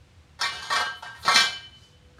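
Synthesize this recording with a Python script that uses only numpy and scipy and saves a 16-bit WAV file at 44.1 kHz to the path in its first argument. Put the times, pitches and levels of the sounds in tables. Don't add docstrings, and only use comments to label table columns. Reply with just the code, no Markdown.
import sys
import numpy as np
from scipy import signal
from scipy.fft import rfft, irfft, next_fast_len
from scipy.io import wavfile

SR = 44100
rng = np.random.default_rng(int(sys.argv[2]) if len(sys.argv) > 2 else 0)


def bounce(signal):
    frames = np.transpose(np.atleast_2d(signal))
    limited = np.clip(frames, -1, 1)
    pcm = np.round(limited * 32767).astype(np.int16)
    wavfile.write(sys.argv[1], SR, pcm)


def ratio(d):
    e = np.asarray(d, float) / 20
    return 10 ** e


N = 96623

# pitch_hz, density_db (per Hz)
AIR_SPECTRUM = [(25, -32), (60, -6.5), (200, -16), (500, -25), (1000, -26.5), (3500, -30), (8000, -40.5),
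                (15500, -58.5)]
# pitch_hz, width_hz, level_db
HUM_BANDS = [(78.8, 17.3, -58.5), (115, 5.9, -63.5), (145, 43, -66)]
# time_s, level_db
DRONE_LEVEL = [
    (0, -74.5),
    (1.85, -79.5),
    (1.94, -65.5),
    (2.0, -74.5),
    (2.05, -64),
    (2.19, -65),
]
# start_s, level_db, centre_hz (most excited bending pitch), wall_db (relative), rattle_t60_s
CONTACTS = [(0.39, -42.5, 1200, -3, 0.38), (.411, -29.5, 1500, 2, .12), (0.427, -31, 1200, 2.5, 0.14),
            (.452, -32.5, 2040, -2.5, 0.21), (0.518, -42.5, 1300, 0.5, 0.69), (0.586, -47, 1200, -3.5, 1),
            (.623, -46.5, 1200, 1.5, 1), (.702, -25.5, 950, -7, 0.17), (.722, -28.5, 1400, -1, 0.2),
            (0.756, -26.5, 1440, -2.5, 0.27), (.8, -27.5, 1400, -4, 0.13), (.865, -39.5, 1580, -34, 0.049),
            (1.023, -40.5, 1100, -6.5, 0.37), (1.057, -36.5, 1390, -12.5, 0.086),
            (1.148, -55.5, 1200, -3.5, 1), (1.225, -51.5, 1200, 5.5, 1), (1.25, -32, 1670, -2.5, 0.73),
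            (1.279, -21.5, 1150, -5, 0.18), (1.31, -29, 1150, 0.5, 0.37), (1.344, -29.5, 1200, 8.5, 0.15),
            (1.358, -21, 2420, 2, 0.23), (1.403, -32.5, 1700, 7.5, 0.23), (1.437, -35, 1900, -13.5, 0.1),
            (2.184, -54, 1200, -7.5, .1)]
# pitch_hz; then, in the same order, level_db, t60_s
BENDING_HZ = [570, 722, 860, 945, 1112, 1322, 1555, 1585, 1820, 1846, 2104, 2341, 2620, 2902]
BENDING_RING = [(-4.5, .2), (-2.5, 0.13), (-7.5, 0.24), (0.5, 0.12), (-2.5, 0.15), (-3, 0.19), (-7, 0.25),
                (-6, 0.47), (-5, 0.16), (-3, 0.19), (-6, .25), (-7, 0.24), (-7.5, 0.35), (-13.5, 0.9)]
# pitch_hz; then, in the same order, level_db, t60_s
WALL_HZ = [3270, 3521, 3660, 3955, 4147, 4286, 4382, 4573, 5180, 5338, 5880, 6653, 6853, 7080]
WALL_RING = [(-8.5, 0.12), (-5, .25), (0, 0.21), (0, 0.1), (0.5, .25), (-5, 0.22), (-4, 0.18), (-1.5, 0.26),
             (-6, 0.091), (-6, .25), (-11, 0.23), (-6, 0.17), (-12.5, .3), (-9.5, 0.21)]
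# pitch_hz, level_db
CROWD_SPECTRUM = [(3040, -10), (4500, -9.5), (6000, -15), (8250, -20), (8560, -12.5), (11000, -21.5),
                  (13500, -28), (15500, -36)]
# pitch_hz, width_hz, level_db
SLAB_BANDS = [(206.5, 169, -0.5), (397, 265, 3.5), (703, 270, 6), (1150, 610, 5.5), (1900, 540, -5)]
THUD_HZ = [172, 240, 365]
# start_s, near_hz, level_db, t60_s
CLEAN_KNOCKS = [(.425, 945, -35, 0.28), (.43, 1846, -25, 0.18), (.432, 2341, -31, 0.59),
                (.412, 5338, -27, 0.19), (0.412, 5880, -31.5, 0.083), (.413, 5180, -30, .12),
                (.44, 1555, -32, 0.47), (.45, 2104, -28.5, 0.24), (.45, 2620, -38.5, 0.43),
                (.702, 1112, -29, 0.6), (.703, 945, -27, 0.15), (.74, 1846, -27, 0.2),
                (.76, 1322, -36, 0.88), (.865, 1585, -27.5, 0.23), (1.06, 1585, -45, 0.39),
                (1.255, 1820, -42, .2), (1.279, 1112, -17, 0.23), (1.28, 1322, -18, 0.33),
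                (1.277, 172, -34, 0.073), (1.349, 240, -35.5, 0.21), (1.35, 365, -38, .2),
                (1.28, 945, -25, 0.2), (1.28, 1820, -21, 0.11), (1.285, 722, -32.5, 0.41),
                (1.358, 2341, -20, 0.55), (1.36, 2104, -40, 0.47), (1.4, 1846, -25, 0.22),
                (1.44, 1585, -28.5, 0.41), (1.36, 2620, -44, 0.26)]
# start_s, level_db
TOUCHES = [
    (0.586, -44.5),
    (.868, -39),
    (1.363, -38),
    (1.463, -34.5),
]
# pitch_hz; then, in the same order, level_db, t60_s
OVAL_HZ = [3019.5, 3029.7, 3085]
OVAL_RING = [(-1, 0.85), (-3.5, 1), (-12.5, 0.27)]
# time_s, level_db
GRIT_LEVEL = [
    (.9, -95),
    (.98, -63),
    (1.03, -71),
    (1.1, -81.5),
    (1.17, -69),
    (1.22, -55),
    (1.26, -60),
    (1.32, -98),
]
# time_s, level_db
SCUFF_LEVEL = [
    (1.66, -92),
    (1.76, -66.5),
    (1.84, -60.5),
    (1.92, -67),
    (2.05, -96.5),
]

RATTLE_PER_S, RATTLE_DB, RATTLE_SPREAD_DB, KNOCK_DB = 2000, -10, 3, -3.5
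TUBE_DB, STRIKE_SPREAD_DB = -4, 2
DAMPING = 0.48
BEND_FALL_DB = 7.5
CROWD_T60_S, CROWD_SPREAD_DB = 0.23, 1.5
WALL_MODE_LOW_CUT_HZ, LOW_CUT_HZ = 2300, 175
SLAB_DB = 21
AIR_DB, DRONE_HZ = -58.5, 495
ROOM_DB, ROOM_T60_S, WALL_CUT_HZ = -4, 0.41, 11400
ACCENT_SEND_DB = -8.5


def rms_one(x):
    return x / np.sqrt(np.mean(x ** 2) + 1e-20)


def in_time(rows):
    return ratio(np.interp(np.arange(N) / SR, *np.transpose(rows)))


def at_hz(points, hz):
    point_hz, level_db = np.transpose(points)
    return np.interp(np.log(hz), np.log(point_hz), level_db)


def cut(x, hz, order):
    return signal.sosfilt(signal.butter(order, hz, "high", fs=SR, output="sos"), x)


def strike(start_s, level_db):
    clicks = np.zeros(N)
    clicks[int(start_s * SR)] = ratio(level_db)
    return clicks


def ring(clicks, hz, t60_s):
    r = ratio(-60 / (t60_s * SR))
    w = 2 * np.pi * hz / SR
    return signal.lfilter([0, np.sin(w)], [1, -2 * r * np.cos(w), r * r], clicks + 1e-18)


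def peak(x, hz, width_hz):
    r = np.exp(-np.pi * width_hz / SR)
    poles = [1, -2 * r * np.cos(2 * np.pi * hz / SR), r * r]
    return signal.lfilter([(1 - r * r) / 2, 0, (r * r - 1) / 2], poles, x + 1e-18)


def narrow(hz, width_hz):
    noise = rng.standard_normal(N + SR)
    return rms_one(peak(peak(noise, hz, width_hz), hz, width_hz)[SR:])


def background():
    hz = np.fft.rfftfreq(N, 1 / SR) + 1
    spectrum = rfft(rng.standard_normal(N)) * ratio(at_hz(AIR_SPECTRUM, hz))
    air = ratio(AIR_DB) * rms_one(irfft(spectrum, N))
    hum = sum(ratio(level_db) * narrow(pitch_hz, width_hz) for pitch_hz, width_hz, level_db in HUM_BANDS)
    sine = np.sqrt(2) * np.sin(2 * np.pi * DRONE_HZ * np.arange(N) / SR)
    return air + hum + in_time(DRONE_LEVEL) * sine


def rattles():
    spread_db = RATTLE_SPREAD_DB * np.minimum(rng.exponential(size=N), 3)
    sizes = ratio(RATTLE_DB + spread_db) * np.sign(rng.standard_normal(N))
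    clicks = sizes * (rng.random(N) < RATTLE_PER_S / SR)
    rows = np.zeros((len(CONTACTS), N))
    for row, (start_s, level_db, _, _, t60_s) in zip(rows, CONTACTS):
        start = int(start_s * SR)
        decay = np.exp(-np.log(1000) * np.arange(N - start) / SR / t60_s)
        row[start:] = clicks[start:] * ratio(level_db) * decay
        row[start] += ratio(level_db + KNOCK_DB)
    return rows


def conduit(rows):
    _, _, centre_hz, wall_db, _ = np.transpose(CONTACTS)
    modes = []      # pitch_hz, level_db for each contact, t60_s
    for hz, (level_db, t60_s) in zip(BENDING_HZ, BENDING_RING):
        octaves = np.log2(hz / centre_hz)
        modes.append((hz, level_db - BEND_FALL_DB * octaves ** 2, DAMPING * t60_s))

    wall_modes = [(hz, level_db, t60_s) for hz, (level_db, t60_s) in zip(WALL_HZ, WALL_RING)]
    for hz in np.geomspace(3040, 15400, 220) * rng.uniform(.997, 1.003, 220):
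        level_db = at_hz(CROWD_SPECTRUM, hz) + CROWD_SPREAD_DB * rng.normal()
        wall_modes.append((hz, level_db, CROWD_T60_S * (4000 / hz) ** 1.28))
    modes += [(hz, level_db - 8 + wall_db, DAMPING * t60_s) for hz, level_db, t60_s in wall_modes]

    chance = rng.standard_normal((len(rows), 2, len(modes)))
    levels_db = np.array([level_db for _, level_db, _ in modes])
    strengths = ratio(TUBE_DB + levels_db + STRIKE_SPREAD_DB * chance[:, 0].T)
    drives = (strengths * np.sign(chance[:, 1].T)) @ rows
    rung = [ring(drive, hz, t60_s) for drive, (hz, _, t60_s) in zip(drives, modes)]
    bending, wall = sum(rung[:len(BENDING_HZ)]), sum(rung[len(BENDING_HZ):])
    return cut(bending, LOW_CUT_HZ, order=2) + cut(wall, WALL_MODE_LOW_CUT_HZ, order=8)


def slab(rows):
    hits = rows.sum(axis=0)
    return sum(ratio(SLAB_DB + level_db) * peak(peak(hits, hz, width_hz), hz, width_hz)
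               for hz, width_hz, level_db in SLAB_BANDS)


def garage(x):
    size = next_fast_len(N + SR)
    z = np.exp(-2j * np.pi * np.fft.rfftfreq(size))
    dull = np.exp(-2 * np.pi * WALL_CUT_HZ / SR)
    lowpass = (1 - dull) / (1 - dull * z)
    response = 0
    for k, lag in enumerate((rng.uniform(.015, .07, 30) * SR).astype(int)):
        loop = ratio(-60 * lag / SR / ROOM_T60_S) * lowpass * z ** lag
        response = response + (-1) ** k * loop / (1 - loop)
    return irfft(rfft(x, size) * response, size)[:N] / np.sqrt(20)


def clean_knocks():
    modes_hz = [*THUD_HZ, *BENDING_HZ, *WALL_HZ]
    total = 0
    for start_s, near_hz, level_db, t60_s in CLEAN_KNOCKS:
        hz = min(modes_hz, key=lambda mode_hz: abs(mode_hz - near_hz))
        total = total + ring(strike(start_s, level_db), hz, t60_s)
    return cut(total, 110, order=2)


def ovalling():
    clicks = sum(strike(start_s, level_db) for start_s, level_db in TOUCHES)
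    return sum(ratio(level_db) * ring(clicks, hz, t60_s) for hz, (level_db, t60_s) in zip(OVAL_HZ, OVAL_RING))


def grit():
    return in_time(GRIT_LEVEL) * narrow(9800, width_hz=9000)


def scuff():
    return in_time(SCUFF_LEVEL) * narrow(4500, width_hz=3900)


def scene():
    rows = rattles()
    rattle = conduit(rows) + slab(rows)
    clean = clean_knocks()
    walls = ratio(ROOM_DB) * garage(rattle + ratio(ACCENT_SEND_DB) * clean)
    mix = rattle + clean + walls + ovalling() + scuff() + grit() + background()
    return mix[None]


def roll_off(x):
    return signal.sosfilt(signal.butter(12, 15950, fs=SR, output="sos"), x)


def record(dry):
    return roll_off(dry)


dry = scene()
out = record(dry)
bounce(out)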